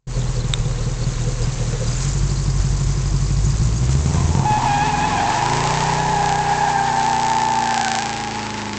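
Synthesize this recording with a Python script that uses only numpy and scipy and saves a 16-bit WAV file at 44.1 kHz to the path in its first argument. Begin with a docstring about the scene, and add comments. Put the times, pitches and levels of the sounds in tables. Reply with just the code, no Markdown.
"""A V8 engine lopes at idle near a low camera, then revs against the brake until the rear tyres spin.
Its uneven firings ring the exhaust pipe, with chuffs, valve ticks, chirps, hiss and one dry snap.
The tyres scrub on the asphalt and squeal by stick-slip oscillation while the car pulls away.
At high revs the exhaust merges into a harmonic drone; as the tailpipes swing towards the
microphone, the strongest pulses, steepened into shocks, arrive as sharp cracks."""
import sys
import numpy as np
from scipy import signal
from scipy.fft import rfft, irfft, next_fast_len
from scipy.io import wavfile
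from scipy.ndimage import uniform_filter1d

SR = 44100
rng = np.random.default_rng(int(sys.argv[2]) if len(sys.argv) > 2 else 0)


def wav_record(signal):
    """Record a signal, one row per channel, as 16-bit PCM in the file named by sys.argv[1]."""
    frames = np.transpose(np.atleast_2d(signal))
    bounded = np.clip(frames, -1, 1)
    # unit amplitude maps onto the largest positive 16-bit level
    quanta = np.round(bounded * 32767).astype(np.int16)
    wavfile.write(sys.argv[1], SR, quanta)


N = 387198
T = np.arange(N) / SR

# base level of the exhaust: time_s, level_db
EXHAUST_LEVEL = [(1.9, -23.5), (2.1, -20.5), (4.4, -19), (4.6, -26), (4.8, -24), (5.12, -24.5),
                 (5.34, -28.5), (5.55, -22), (6.1, -23.5), (6.7, -28), (7.2, -29), (8.0, -31), (8.78, -29)]
# crank speeds (from, fully) over which the throttle opens, the throb dies and the tyres spin
THROTTLE_RPM, THROB_END_RPM, SPIN_RPM = (625, 675), (1290, 1710), (1510, 1970)
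AWAY_S = (5.54, 9.4)  # the car goes from beside the microphone to far up the road


def amp(db):
    """Decibels to amplitude ratio."""
    return 10 ** (np.asarray(db) / 20)


def unit(x):
    """Normalisation to rms 1."""
    return x / np.sqrt(np.mean(x ** 2) + 1e-20)


def steady(x):
    """Division by the running rms: the slow level stays at 1 and the beat within it remains."""
    return x / np.sqrt(abs(uniform_filter1d(x ** 2, size=9000)) + 1e-9)


def curves(rows):
    """Linear interpolation of each column of a timed table to every sample."""
    time_s, *columns = np.transpose(rows)
    return [np.interp(T, time_s, column) for column in columns]


def ramp(x, ends):
    """Linear rise from 0 to 1 as x passes between two values."""
    return np.clip((x - ends[0]) / (ends[1] - ends[0]), 0, 1)


def swell(centre_s, half_s):
    """Gaussian envelope of height 1."""
    return np.exp(-((T - centre_s) / half_s) ** 2)


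def wander(hz):
    """Random modulation of rms 1: noise low-passed at hz."""
    size = next_fast_len(N, True)
    f = np.fft.rfftfreq(size, 1 / SR)
    return unit(irfft(rfft(rng.standard_normal(size)) / (1 + (f / hz) ** 4), size)[:N])


def jittered_phase(hz, jitter, rate_hz):
    """Phase of a tone under random frequency modulation; jitter is the rms share of its pitch."""
    return 2 * np.pi * np.cumsum(hz * (1 + jitter * wander(rate_hz))) / SR


def response(spectrum, size=8192):
    """Minimum-phase impulse response for rows of frequency_hz, gain_db."""
    hz, db = np.transpose(spectrum)
    f = abs(np.fft.fftfreq(size, 1 / SR))
    log_gain = np.log(amp(np.interp(np.log(f + 1), np.log(hz), db)))
    return np.fft.ifft(np.exp(np.conj(signal.hilbert(log_gain)))).real[:size // 2]


def colour(x, spectrum):
    """Spectral shaping by convolution, to rms 1."""
    return unit(signal.oaconvolve(x, response(spectrum))[:N])


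def resonate(x, hz, *widths_hz):
    """Resonators in series, one for each bandwidth, whose centre follows hz."""
    turn = np.exp(2j * np.pi * np.cumsum(hz * np.ones(N)) / SR)
    for width_hz in widths_hz:
        pole = np.exp(-np.pi * width_hz / SR)
        x = 2 * (turn * signal.lfilter([1 - pole], [1, -pole], x / turn)).real
    return x


def decay(x, seconds):
    """Leaky integration: each impulse gains an exponential tail."""
    return signal.lfilter([1], [1, -np.exp(-1 / (seconds * SR))], x)


def crank(rpm):
    """Four-stroke timing: cycles (two revolutions each), the sample of every firing and its cylinder."""
    cycles = np.cumsum(rpm) / (120 * SR)
    stroke = np.floor(8 * cycles).astype(int)
    firings = np.flatnonzero(np.diff(stroke)) + 1
    return cycles, firings, stroke[firings] % 8


def exhaust(rpm, cycles, firings, cylinder):
    """Source and filter: uneven firings ring the pipe and puff gas over a throb at the firing rate."""
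    # the eight cylinders in firing order, at slow idle and with the throttle open: strength_db
    idle_db = [0, -2.5, 4, -5, -1, -40, -11, -1]
    open_db = [-25, -2, 0.5, -8.5, -10.5, -3.5, 3, -23]
    # load against the brake, which makes the firings ragged: speed_rpm, strain_share
    brake_load = [(800, 0.06), (1200, 0.74), (2700, 0.9), (3100, 0.03)]
    # spectra of the pipe's boom, its bark under load and the gas noise: frequency_hz, gain_db
    pipe_spectrum = [(20, -51), (35, -20), (65, -10), (95, -12.5), (118, 0.5), (135, 14), (155, -1),
                     (180, -5.5), (240, -19.5), (330, -32.5), (480, -32), (800, -63), (2000, -59.5)]
    bark_spectrum = [(50, -11.5), (110, -8), (170, 2.5), (210, -1), (290, -14.5), (380, -14.5), (470, -19),
                     (600, -30.5), (1200, -39.5)]
    rasp_spectrum = [(30, -3.5), (100, 1), (240, 0), (400, -0.5), (600, -8), (800, -7), (1050, -11.5),
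                     (1400, -16), (3000, -21)]
    level_db, throttle = curves(EXHAUST_LEVEL)[0], ramp(rpm[firings], THROTTLE_RPM)
    strain = np.interp(rpm, *np.transpose(brake_load))
    clean, throb_gone = ramp(rpm, (1750, 2150)), ramp(rpm, THROB_END_RPM)

    strength_db = (1 - throttle) * np.take(idle_db, cylinder) + throttle * np.take(open_db, cylinder)
    scatter_db = 1.5 + 3.8 * strain[firings] * (1 - .6 * ramp(rpm[firings], SPIN_RPM))
    pulses = np.zeros(N)
    pulses[firings] = amp(strength_db + scatter_db * rng.standard_normal(len(firings)))
    boom = steady(colour(pulses, pipe_spectrum)) * amp(level_db - 1.5 - 18.5 * clean)
    bark = steady(colour(pulses, bark_spectrum)) * strain * amp(-25.5 - 18.5 * ramp(rpm, (1400, 2400)))
    thuds = steady(resonate(pulses - uniform_filter1d(pulses, size=2200), 45, 45))
    thuds *= strain * amp(-26 - throb_gone) * (1 - clean)

    firing_phase, firing_hz = 2 * np.pi * 8 * cycles, rpm / 15
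    throb = np.cos(firing_phase)
    for k in (2, 3):
        lift = .058 + .5 * np.exp(-((k * firing_hz - 110) / 22) ** 2)  # near the pipe's resonance
        throb += lift * np.cos(k * firing_phase)
    waver_db = (2.5 + 3.7 * strain) * wander(35)
    throb *= amp(level_db + 1.7 - 6.5 * strain + waver_db) * (1 - throb_gone)

    puffs = steady(decay(np.sqrt(pulses), seconds=.02)) + 2
    rasp = steady(colour(puffs * rng.standard_normal(N), rasp_spectrum))
    rasp *= amp(-35 + 6 * strain - 3.5 * clean - 10 * ramp(T, AWAY_S))
    return boom + bark + thuds + throb + rasp


def chuffs(rpm):
    """Cavity resonance: puffs sound two hollow modes of the silencer; at fast idle a lower one hums."""
    # loose puffs of the idling exhaust: time_s, relative_db
    idle_puffs = [(0.157, -27), (0.368, -25), (0.563, -32), (0.656, -26.5), (0.785, -28), (0.864, -32),
                  (1.008, -31), (1.27, -22), (1.397, -23), (1.603, -23.5), (1.731, -22), (1.808, -19)]
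    throttle = ramp(rpm, THROTTLE_RPM)
    puffs = sum(amp(db) * swell(s + .015, half_s=.019) for s, db in idle_puffs)
    puffs += amp(-35) * (1 - throttle)
    gas = rng.standard_normal(N)
    hollow = np.sin(jittered_phase(500, jitter=.0684, rate_hz=90))
    hollow += .52 * np.sin(jittered_phase(415, jitter=.05, rate_hz=60))
    hum = unit(resonate(gas, 341, 60, 60)) * throttle * (1 - ramp(rpm, THROB_END_RPM))
    return amp(-8.5) * puffs * unit(hollow) + amp(-43) * hum


def engine_bay(rpm, firings):
    """Impact and flow noise: valve gear ticks unevenly at low revs; the fan whirrs in a narrow band."""
    taps, throttle = np.zeros(N), ramp(rpm, THROTTLE_RPM)
    taps[firings] = amp(5.5 * rng.standard_normal(len(firings)))
    tick_hz = 4000 + 800 * throttle + 200 * wander(13)
    bursts = steady(decay(taps, seconds=.0082)) * rng.standard_normal(N)
    ticks = unit(resonate(bursts, tick_hz, 1000, 1300)) * (1 - ramp(rpm, (760, 1100)))
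    whirr = unit(resonate(resonate(rng.standard_normal(N), 1035, 200), 1074, 200))
    return amp(-50.5 + 6 * throttle) * ticks + amp(-47.5 + 2.8 * throttle) * whirr


def scrub_and_hiss(rpm, cycles):
    """Modulated noise: grainy friction of rubber on asphalt; engine hiss fluttering with the crank."""
    # spectra of the tyre scrub and the engine hiss: frequency_hz, gain_db
    scrub_spectrum = [(200, -17), (600, -3), (1100, -5), (1300, -1.5), (1800, -3), (2400, -4), (3200, -7.5),
                      (5000, -8.5), (8000, -14)]
    hiss_spectrum = [(1000, -28), (3000, -16.5), (4000, -7), (4700, -5), (5600, -2.5), (6200, 3), (6600, 2),
                     (7100, 4.5), (7600, -1.5), (8200, 0.5)]
    # brief surges of rushing air and grit: centre_s, half_length_s, boost_db
    air_surges = [(1.382, 0.36, 2.5), (1.963, 0.22, 5.5), (3.926, 0.016, 8.5), (4.15, 0.16, 2),
                  (5.648, 0.34, 2)]
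    spin = ramp(rpm, SPIN_RPM)
    surge_db = sum(db * swell(s, half_s) for s, half_s, db in air_surges)
    scrub = colour(rng.standard_normal(N) * amp(2.3 * wander(700)), scrub_spectrum)
    scrub_db = -40 + 11.5 * spin - 4 * ramp(T, AWAY_S) + surge_db + wander(11)
    flutter_db = .7 * np.cos(2 * np.pi * 2 * cycles) + wander(40)
    hiss = colour(rng.standard_normal(N) * amp(2.46 * wander(340)), hiss_spectrum)
    hiss_db = -33.5 + 3 * ramp(rpm, THROTTLE_RPM) - spin - 12.5 * ramp(T, (7.1, 8.9)) + surge_db
    return scrub * amp(scrub_db) + hiss * amp(hiss_db + flutter_db)


def chirps(rpm, firings):
    """Phase-modulated tone bursts: metallic chirps at idle, some clear, some faint on chance firings."""
    # the clear chirps: centre_s, pitch_hz, level_db
    clear_chirps = [(.21, 3750, -44), (.28, 4150, -40), (.41, 4100, -37), (.83, 4140, -42),
                    (1.04, 4440, -35), (1.11, 4100, -47), (1.44, 4900, -34), (1.88, 4850, -33),
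                    (1.93, 4900, -35), (1.97, 7150, -33), (2.09, 7170, -30), (2.14, 7150, -35),
                    (2.31, 7230, -33), (2.37, 4170, -39), (2.81, 7050, -34.5), (3.27, 5000, -38),
                    (3.46, 6850, -32.5), (3.77, 6550, -33)]
    half_s, faint_share = .009, .3
    idle = firings[rpm[firings] < 850]
    chosen = rng.random(len(idle)) < faint_share
    pitch_scatter, level_scatter = rng.standard_normal((len(idle), 2)).T
    pitch_hz = 4000 + 750 * ramp(rpm[idle], THROTTLE_RPM) + 330 * pitch_scatter
    faint_chirps = np.c_[idle / SR, pitch_hz, -43 + 2 * level_scatter][chosen]
    t = np.arange(-2 * half_s, 2 * half_s, 1 / SR)
    envelope = np.sqrt(2) * np.exp(-(t / half_s) ** 2)
    phase_noise, out = 1.1 * wander(250), np.zeros(N)
    for s, hz, db in [*clear_chirps, *faint_chirps]:
        span = np.clip(round(s * SR) - len(t) // 2 + np.arange(len(t)), 0, N - 1)
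        out[span] += amp(db) * envelope * np.sin(2 * np.pi * hz * t + phase_noise[span])
    return out


def snap(start_s=.5375):
    """Impulse response: one click excites bright, quickly damped resonances, heard as a dry snap."""
    # resonances of the snap: frequency_hz, gain_db
    snap_spectrum = [(410, -35), (700, -24), (1340, -11), (2030, -15), (2280, -7.5), (2900, -11),
                     (3610, 2.5), (4790, -22), (6970, -34), (7660, -3), (8500, -10), (11000, -59),
                     (18700, -120)]
    click = np.zeros(N)
    click[round(start_s * SR)] = 1
    ring = signal.oaconvolve(click, response(snap_spectrum))[:N] + 2.4 * resonate(click, 3610, 170)
    return amp(-2) * ring / abs(ring).max()


def squeal(rpm):
    """Stick-slip oscillation: two tyres sing at different pitches; sliding smears the tone into noise."""
    # course of the squeal: time_s, level_db, higher_tyre_share, roughness_share, overtone_db
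    squeal_course = [(4.55, -16.5, 0, 0.03, -20), (4.75, -18.5, 0.05, .04, -14),
                     (5.1, -20.5, 0.02, 0.2, -12.5), (5.35, -20.5, .1, .5, -17),
                     (5.7, -23.5, 0.2, 0.5, -19), (6.2, -20.5, 0, 0.28, -12.5),
                     (6.6, -18.5, 0.05, 0.2, -14.5), (6.95, -18.5, 0.51, .14, -14.5),
                     (7.5, -18, 0.82, .08, -20), (7.88, -21.5, 0.3, .18, -7.5),
                     (8.1, -25.5, 0.09, .2, -13.5), (8.78, -34.5, .05, 0.27, -23.5)]
    # note of the lower tyre: time_s, pitch_hz
    lower_pitch = [(4.46, 852), (4.58, 847), (4.65, 872), (4.69, 822), (4.77, 816), (4.87, 856),
                   (4.95, 820), (5.09, 860), (5.2, 802), (5.42, 848), (5.72, 865), (6.04, 826), (6.12, 852),
                   (6.2, 814), (6.6, 827), (6.95, 794), (7.5, 804), (7.88, 778), (8.1, 812), (8.78, 869)]
    # spans in which the rubber bites and sings: start_s, end_s
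    bite_spans = [(4.45, 4.58), (4.652, 8.8)]
    # rubber sliding without biting, relative to the squeal: speed_rpm, relative_db
    slide_levels = [(1050, -72), (1240, -18), (1550, -10.5), (1900, -3.5)]
    level_db, high_share, rough, overtone_db = curves(squeal_course)
    unrest, edge_s = np.sqrt(rough), .0083
    bite = sum(ramp(T, (start, start + edge_s)) - ramp(T, (end, end + edge_s))
               for start, end in bite_spans)
    low_hz = curves(lower_pitch)[0]
    high_hz = 1.104 * low_hz
    rolloff = np.interp(T, [5.2, 6.3], [.8, .15])  # hot rubber loses its upper overtones
    tone = np.zeros(N)
    for hz, power in [(low_hz, 1 - high_share), (high_hz, high_share)]:
        drifting_hz = hz * (1 + .04 * rough * wander(20))
        phase = jittered_phase(drifting_hz, jitter=.045 * unrest, rate_hz=80)
        overtones = np.sin(2 * phase) + rolloff * np.sin(3 * phase) + rolloff ** 2 * np.sin(4 * phase) / 2
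        gain = np.sqrt(power) * amp(4 * unrest * wander(63))
        tone += gain * (np.sin(phase) + amp(overtone_db + 7 * unrest * wander(21)) * overtones)

    smear_hz = low_hz + np.maximum(high_share, .32 * (1 - bite)) * (high_hz - low_hz)
    smear_hz += 30 * rough  # rougher sliding pushes the smear above the tone
    smear = unit(resonate(rng.standard_normal(N), smear_hz, 300, 330, 360))
    octave = unit(resonate(rng.standard_normal(N), 2 * smear_hz, 260, 300))
    singing = np.sqrt(1 - rough) * unit(tone) + unrest * (smear + amp(-12.5) * octave)
    sliding = smear * amp(np.interp(rpm, *np.transpose(slide_levels)))
    return (bite * singing + (1 - bite) * sliding) * amp(level_db)


def tread_chatter():
    """Roughness by random modulation: chattering tread screams above the squeal and groans below it."""
    # the gliding scream: time_s, pitch_hz, level_db
    scream_course = [(4.1, 998, -72), (4.17, 1000, -36), (4.56, 945.7, -41), (4.62, 990, -32),
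                     (4.69, 930, -30), (4.86, 921, -30), (5.0, 1010, -35.5), (5.14, 1049, -25.5),
                     (5.2, 976, -35), (5.45, 984, -32.5), (5.7, 1051, -32), (5.85, 970, -27.5),
                     (6.0, 951, -26.5), (6.4, 960, -34.5), (6.8, 1000, -40), (8.78, 1078, -48)]
    # the groan: time_s, level_db
    groan_level = [(4.1, -73), (4.17, -38.5), (4.5, -41), (4.63, -31.5), (4.8, -39), (5.1, -35),
                   (5.18, -27), (5.32, -32), (5.55, -33), (5.8, -36), (6.2, -32.5), (6.45, -37),
                   (6.6, -36.5), (7.9, -38), (8.3, -54)]
    scream_hz, scream_db = curves(scream_course)
    phase = jittered_phase(scream_hz, jitter=.04, rate_hz=90)
    scream = unit((np.sin(phase) + amp(-16) * np.sin(2 * phase)) * amp(3 * wander(70)))
    groan = unit(np.sin(jittered_phase(713, jitter=.04, rate_hz=60)) * amp(3 * wander(46)))
    return scream * amp(scream_db) + groan * amp(curves(groan_level)[0])


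def drone(rpm, cycles):
    """Harmonics of the engine cycle: their balance shifts as the load lets go and the car draws away."""
    # multiples of the cycle rate: order, labouring_db, revving_free_db, far_behind_db
    engine_orders = [(1, -19, -14, -24), (2, -14, -13, -15.5), (3, -12, -15, -20.5), (4, -14.5, -7.5, -6.5),
                     (5, -15, -1.5, -9.5), (6, -8, -16, -17.5), (7, -12, -16.5, -25.5), (8, -4, -24.5, -2),
                     (9, -14.5, -18.5, -18.5), (10, -18.5, -25, -15.5), (11, -18, -24, -13),
                     (12, -18.5, -23.5, -17.5), (13, -19.5, -9.5, -10.5), (14, -18.5, -23.5, -14.5),
                     (15, -20, -19.5, -19.5), (16, -26.5, -20.5, -13), (17, -22, -21, -28),
                     (18, -29, -24, -19.5), (19, -31, -24.5, -25.5), (20, -26, -19, -30),
                     (21, -25.5, -31, -23.5), (22, -21, -22, -24.5)]
    # pipe resonances that lift the orders sweeping through them: centre_hz, half_width_hz, boost_db
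    pipe_bands = [(251, 18, 8.5), (421, 16, 8.5)]
    coarse = slice(None, None, 100)  # the amplitudes change slowly
    free = ramp(rpm, (2340, 3240))[coarse]
    far = ramp(T, (6.3, 7.57))[coarse]  # the car draws away up the road
    cycle_hz, out = rpm[coarse] / 120, np.zeros(N)
    for order, labouring_db, free_db, far_db in engine_orders:
        pipe_db = sum(db * np.exp(-((order * cycle_hz - hz) / width) ** 2) for hz, width, db in pipe_bands)
        near = ((1 - free) * amp(labouring_db) + free * amp(free_db)) * amp(pipe_db)
        drift = uniform_filter1d(rng.standard_normal(len(far)), size=120)
        waver_db = unit(uniform_filter1d(drift, size=80))
        gain = ((1 - far) * near + far * amp(far_db)) * amp(waver_db)
        out += np.interp(T, T[coarse], gain) * np.cos(2 * np.pi * (order * cycles + rng.random()))
    return steady(out) * amp(curves(EXHAUST_LEVEL)[0]) * ramp(rpm, SPIN_RPM)


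def cracks(firings, cylinder, lag_s=.0004):
    """Nonlinear steepening: each hard-firing cylinder sends one shock a cycle out of the tailpipes."""
    # runs of shocks that swell and fade: cylinder, centre_s, half_length_s, peak_db
    shock_runs = [("5", 5.58, 0.23, -7.5), ("1", 5.85, 0.31, -15), ("5", 6.05, .45, -13.5),
                  ("5", 6.3, 0.067, -9), ("1", 7.19, 0.34, -7), ("5", 7.54, 0.61, -9.5),
                  ("1", 7.88, 0.24, -1.2), ("6", 7.9, 0.21, -12), ("5", 9.1, 0.26, -13),
                  ("3", 8.02, 0.29, -10.5), ("1", 8.3, 0.14, -14), ("3", 8.52, 0.18, -11.5),
                  ("3", 8.78, 0.1, -12.5)]
    # spectra of a shock front, close by and thinner from afar: frequency_hz, gain_db
    near_spectrum = [(200, -20), (900, 2), (1800, 8), (3500, 6), (6000, 5.5), (8000, 4.5), (10000, -14)]
    far_spectrum = [(200, -24), (900, -6), (2100, 12.5), (3300, 4), (4600, 5), (6500, 2), (8000, -2.5),
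                    (10000, -15)]
    clicks, out = np.zeros(N), np.zeros(N)
    for which, centre_s, half_s, peak_db in shock_runs:
        own = firings[cylinder == int(which)]
        clicks[own] += swell(centre_s, half_s)[own] * amp(peak_db + 1.1 * rng.standard_normal(len(own)))
    far = ramp(T, (8.05, 8.35))
    for spectrum, share in [(near_spectrum, 1 - far), (far_spectrum, far)]:
        front = np.r_[np.zeros(round(lag_s * SR)), response(spectrum)]
        out += signal.oaconvolve(clicks * share, front / abs(front).max())[:N]
    return out


def scene():
    """Superposition: engine and tyres add at one microphone, with the crank pacing the engine."""
    # speed of the crankshaft: time_s, speed_rpm
    crank_speed = [(0.0, 636.0), (0.6, 562.0), (1.0, 594.0), (1.88, 583.0), (2.1, 731.0), (3.25, 723.0),
                   (3.78, 850.0), (4.12, 1248.0), (4.3, 1216.0), (4.55, 1802.0), (5.3, 2879.0),
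                   (5.45, 3241.0), (5.75, 3655.0), (6.1, 3717.0), (6.7, 3668.0), (7.05, 3579.0),
                   (7.7, 3497.0), (8.4, 3253.0), (8.78, 3092.0)]
    rpm = curves(crank_speed)[0]
    cycles, firings, cylinder = crank(rpm)
    tailpipes = exhaust(rpm, cycles, firings, cylinder) + drone(rpm, cycles) + cracks(firings, cylinder)
    idle_sounds = chuffs(rpm) + engine_bay(rpm, firings) + chirps(rpm, firings)
    tyres = squeal(rpm) + tread_chatter()
    return (tailpipes + idle_sounds + tyres + scrub_and_hiss(rpm, cycles) + snap())[None]


def record(dry):
    """Clipping and band limiting: after a quick fade-in, the small camera cuts tall peaks and treble."""
    overload, edge_hz = .75, 8200
    fade_in = np.interp(T, [.069, .075, .15], [.003, .45, 1])
    clipped = np.clip(dry * fade_in, -overload, overload)
    band_limit = signal.firwin(141, edge_hz, window=("kaiser", 8), fs=SR)
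    return signal.oaconvolve(clipped, band_limit[None], "same")


dry = scene()
out = record(dry)
wav_record(out)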